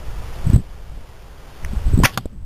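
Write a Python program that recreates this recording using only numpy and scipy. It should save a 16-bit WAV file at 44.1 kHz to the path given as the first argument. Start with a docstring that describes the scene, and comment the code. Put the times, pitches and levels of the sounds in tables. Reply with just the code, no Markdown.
"""A bow is shot on a windy field. From the start, gusts rumble and pop on a camera's microphone over a
background hiss. A small tick comes first. Then the string and the bow's limbs whip forward with a
snap, and the bow rings. The arrow's feathers hiss through the air, it smacks into a block target, and
a dull thump follows. All along, the camera's coarse converter mirrors every sound into the treble."""
import sys
import numpy as np
from scipy.fft import rfft, irfft, next_fast_len
from scipy.io import wavfile
from scipy.ndimage import uniform_filter1d, map_coordinates

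SR = 44100
rng = np.random.default_rng(int(sys.argv[2]) if len(sys.argv) > 2 else 0)


def dump_mix(stems):
    """Bounce the given channels to the path in sys.argv[1] as a 16-bit WAV at rate SR."""
    frames = np.atleast_2d(stems).T  # one column per channel
    limited = np.clip(frames, -1, 1)  # hard clip at full scale
    pcm = np.round(limited * 32767).astype(np.int16)
    wavfile.write(sys.argv[1], SR, pcm)


N = 108045

# background hiss, drawn with the dips where the camera turns it down after loud moments
# and slowly lets it back up (time [s], level [dB])
HISS_LEVEL = [(0, -40), (.55, -35.5), (.58, -45), (1.3, -45.5), (1.65, -39.5), (2.03, -37), (2.1, -38),
              (2.23, -53.5), (2.45, -56.5)]
# how loud the wind's rumble and buffeting are (time [s], level [dB])
RUMBLE_LEVEL = [(0, -24.5), (.03, -36), (.09, -21), (.14, -29), (.19, -23.5), (.23, -29.5), (.43, -25.5),
                (.46, -15.5), (.56, -23), (.64, -33), (.86, -33), (.95, -29), (1.1, -39), (1.58, -38),
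                (1.64, -22.5), (1.81, -28), (1.86, -19), (2.04, -14.5), (2.08, -38.5), (2.34, -36.5),
                (2.42, -27.5)]
BUFFET_LEVEL = [(0, -46.5), (.44, -41.5), (.475, -22), (.55, -26.5), (.59, -18.5), (.63, -49.5), (.87, -54),
                (.95, -46), (1.1, -53.5), (1.55, -48), (1.715, -46), (1.735, -28.5), (1.8, -47),
                (1.84, -53), (1.87, -25.5), (1.91, -31.5), (1.94, -21), (1.96, -28), (1.98, -21.5),
                (2.045, -12.5), (2.08, -46.5), (2.2, -31), (2.28, -54), (2.33, -38.5), (2.42, -46.5)]
# swirls of air that pop on the microphone (time [s], peak [dB], width [s], fizz relative to pop [dB])
EDDIES = [(.472, -8, .0021, -37), (.502, -3.5, 0.0023, -31), (.535, -4.5, .0013, -31),
          (.545, 1, 0.003, -32.5), (0.5622, -0.5, 0.0021, -29.5), (1.736, -16.5, 0.0016, -36),
          (1.773, -11.5, 0.0047, -38), (1.872, -6, 0.006, -38), (1.936, -11.5, .001, -36),
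          (1.943, -2.5, 0.0031, -37), (1.978, -5.5, 0.0012, -36), (1.99, -6.5, 0.0013, -33),
          (2.002, -12.5, 0.00061, -34)]

# the tone colour of each noise (frequency [Hz], relative level [dB])
HISS_COLOUR = [(60, -13), (200, -7), (400, 2), (700, 0), (1300, -4), (2000, -8.5), (3000, -9),
               (4000, -11.5)]
RUMBLE_COLOUR = [(10, 3), (25, 0), (38, -1), (55, -1.5), (80, -10), (130, -19.5), (250, -37), (600, -85.5)]
BUFFET_COLOUR = [(30, -22.5), (70, -6), (115, 5.5), (190, -0.5), (270, -10), (400, -18), (600, -31.5),
                 (800, -39.5), (1500, -69.5)]
THUMP_COLOUR = [(60, 2), (300, 1), (720, -1.5), (950, -22), (1500, -26), (4000, -25)]
SNAP_COLOUR = [(100, -4.5), (350, -9), (730, 2.5), (1100, -4.5), (1500, 3.5), (2300, -0.5), (2900, -0.5),
               (3400, -1.5), (4000, -11)]
FIELD_ECHO_COLOUR = [(100, -22), (300, -17.5), (750, -9), (1200, -8.5), (1800, -4), (2600, -4),
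                     (4000, -5.5)]
FEATHER_COLOUR = [(400, -20.5), (1500, -3.5), (2400, -8.5), (3200, 3), (4000, -3.5)]
SMACK_COLOUR = [(100, -2), (450, -10), (750, 3.5), (1000, -3.5), (1400, -2), (1750, -7), (2200, -4),
                (2600, -3.5), (3600, -2), (4000, -3.5)]

# the tones each thing rings with (frequency [Hz], relative level [dB], time to fade by 60 dB [s])
TICK_TONES = [(1930, -14.5, 0.0072), (1430, -27, 0.0073), (2500, -27, 0.0042)]
THUMP_TONES = [(55, -9, 0.031), (238, -13, 0.015), (516, -32, 0.0089)]
BOW_TONES = [(239, -6.5, .16), (345, -20, 0.18), (760, -4.5, 0.17), (1070, -7.5, 0.09), (1118, 0.5, .17),
             (1346, 0, .09), (1480, -1, 0.12), (1775, 5, 0.1), (1963, 8.5, .08), (2310, -2.5, .08),
             (2420, 3, .08), (2909, -7.5, .06)]
BLOCK_TONES = [(194, -2, 0.075), (298, -12.5, 0.045), (592, -13.5, 0.022), (773, 2.5, 0.025),
               (1167, -0.5, 0.024), (1375, -2.5, 0.035), (1490, -15, 0.025), (3590, -2.5, .024),
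               (4440, -21, .024)]

# whips of the string and limbs
# (time [s], length [s], level [dB], start pitch [Hz], end pitch [Hz], rasp relative to chirp [dB])
WHIPS = [(2.0341, 0.0039, -9.5, 1030, 1033, -6), (2.040, .003, -13, 1600, 1813, -6),
         (2.0438, 0.0079, -14.5, 2224, 2955, -3), (2.0499, 0.004, -10, 1315, 1384, 2.5),
         (2.053, 0.0058, -14.5, 1833, 2275, 5.5)]
# the arrow's point strikes, then its shaft slaps (time [s], ring level [dB], crack level [dB])
HITS = [(2.1751, -15, -7), (2.1828, -26, -28)]


def amp(db):
    """Turn decibels into a number to multiply a sound by."""
    return 10 ** (np.asarray(db) / 20)


def clock():
    """The time of every sample, in seconds."""
    return np.arange(N) / SR


def filtered(x, gain_at):
    """Turn each frequency in x up or down by gain_at(frequency)."""
    size = next_fast_len(N + 8192)
    return irfft(rfft(x, size) * gain_at(np.fft.rfftfreq(size, 1 / SR)), size)[:N]


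def noise(colour):
    """Random noise with the given tone colour and an average power of 1."""
    freqs, db = np.transpose(colour)
    white = rng.standard_normal(N)
    x = filtered(white, lambda hz: amp(np.interp(np.log(hz + 1), np.log(freqs), db)))
    return x / x.std()


def steady_noise(colour, span_s):
    """Noise with swells slower than span_s evened out."""
    x = noise(colour)
    power = uniform_filter1d(x * x, max(2, int(span_s * SR)))
    return x / np.sqrt(np.abs(power) + 1e-9)


def level(points):
    """A volume curve that joins (time [s], level [dB]) points."""
    return amp(np.interp(clock(), *np.transpose(points)))


def envelope(start, rise_s, hold_s, fade_s):
    """A volume curve that rises and, from hold_s after the start, falls 60 dB every fade_s."""
    t = clock() - start
    return np.clip(t / rise_s, 0, 1) * np.exp(-np.log(1000) * np.maximum(t - hold_s, 0) / fade_s)


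def ring(start, tones, rise_s):
    """A struck thing rings with several fading tones, each at a slightly random level."""
    t = clock() - start
    return sum(amp(db + rng.normal(0, 1)) * envelope(start, rise_s, 0, fade_s)
               * np.sin(2 * np.pi * hz * t) for hz, db, fade_s in tones)


def background_hiss():
    """A soft hiss whose drawn volume curve imitates the camera turning it down after loud moments."""
    return level(HISS_LEVEL) * noise(HISS_COLOUR)


def wind():
    """Moving air rumbles and buffets on the microphone; the strongest swirls pop and fizz."""
    rumble = level(RUMBLE_LEVEL) * steady_noise(RUMBLE_COLOUR, span_s=.07)
    buffet = level(BUFFET_LEVEL) * steady_noise(BUFFET_COLOUR, span_s=.06)
    fizz = noise(HISS_COLOUR)
    pops = np.zeros(N)
    for time, db, width, fizz_db in EDDIES:
        offset = (clock() - time) / width
        pulse = (1 - offset ** 2) * np.exp(-offset ** 2 / 2)  # a push with a dip on each side
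        pops += amp(db) * pulse * (1 + amp(fizz_db) * fizz)
    return rumble + buffet + pops


def tick():
    """A small dry click shortly before the shot."""
    return ring(start=1.6483, tones=TICK_TONES, rise_s=.0004)


def thump():
    """A soft, dull bump after the hit: a puff of noise and a few low tones."""
    start = 2.2563
    puff = amp(-23.5) * envelope(start, rise_s=.0004, hold_s=.001, fade_s=.02)
    return puff * steady_noise(THUMP_COLOUR, span_s=.0035) + ring(start, THUMP_TONES, rise_s=.00048)


def arrow_flight():
    """Air rushing over the arrow's feathers makes a hiss that swells and fades."""
    peak_s, width_s = 2.143, .013
    swell = np.exp(-((clock() - peak_s) / width_s) ** 2 / 2)
    return amp(-34) * swell * noise(FEATHER_COLOUR)


def arrow_hit():
    """The arrow smacks into the block with a crack; the block rings and a faint echo follows."""
    smack = np.zeros(N)
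    for start, ring_db, crack_db in HITS:
        smack += amp(ring_db) * ring(start, BLOCK_TONES, rise_s=.0001)
        crack = amp(crack_db) * envelope(start, rise_s=.0001, hold_s=0, fade_s=.025)
        smack += crack * steady_noise(SMACK_COLOUR, span_s=.003)
    echo = amp(-43) * envelope(HITS[0][0], rise_s=.0092, hold_s=.015, fade_s=.37)
    return smack + echo * noise(FEATHER_COLOUR)


def bow_release():
    """String and limbs whip in rising, rasping chirps; the bow rings and the field scatters the snap."""
    release_s = 2.051
    snap = amp(-25) * ring(release_s, BOW_TONES, rise_s=.00071)
    for start, length, db, from_hz, to_hz, rasp_db in WHIPS:
        pitch = np.interp(clock(), [start, start + length], [from_hz, to_hz])
        cycles = np.cumsum(pitch * (clock() > start)) / SR
        chirp = np.sqrt(2) * np.sin(2 * np.pi * cycles)
        rasp = amp(rasp_db) * steady_noise(SNAP_COLOUR, span_s=.004)
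        snap += amp(db) * envelope(start, rise_s=.0026, hold_s=length, fade_s=.016) * (chirp + rasp)
    echo = amp(-17) * envelope(release_s, rise_s=.006, hold_s=.01, fade_s=.14)
    return snap + echo * noise(FIELD_ECHO_COLOUR)


def scene():
    """All the sounds add up at one microphone."""
    background = wind() + background_hiss()
    return (background + tick() + bow_release() + arrow_flight() + arrow_hit() + thump())[None]


def record(dry):
    """The converter samples slowly and holds each value, which mirrors the sound upward; peaks clip."""
    converter_hz, input_cutoff_hz, output_cutoff_hz = 8000, 3910, 14950
    muffled = filtered(dry[0], lambda hz: 1 / np.sqrt(1 + (hz / input_cutoff_hz) ** 40))
    held_positions = np.floor(clock() * converter_hz) * SR / converter_hz
    stepped = map_coordinates(muffled, [held_positions])
    clipped = np.clip(stepped, -.92, .92)
    return filtered(clipped, lambda hz: 1 / np.sqrt(1 + (hz / output_cutoff_hz) ** 200))[None]


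dry = scene()
out = record(dry)
dump_mix(out)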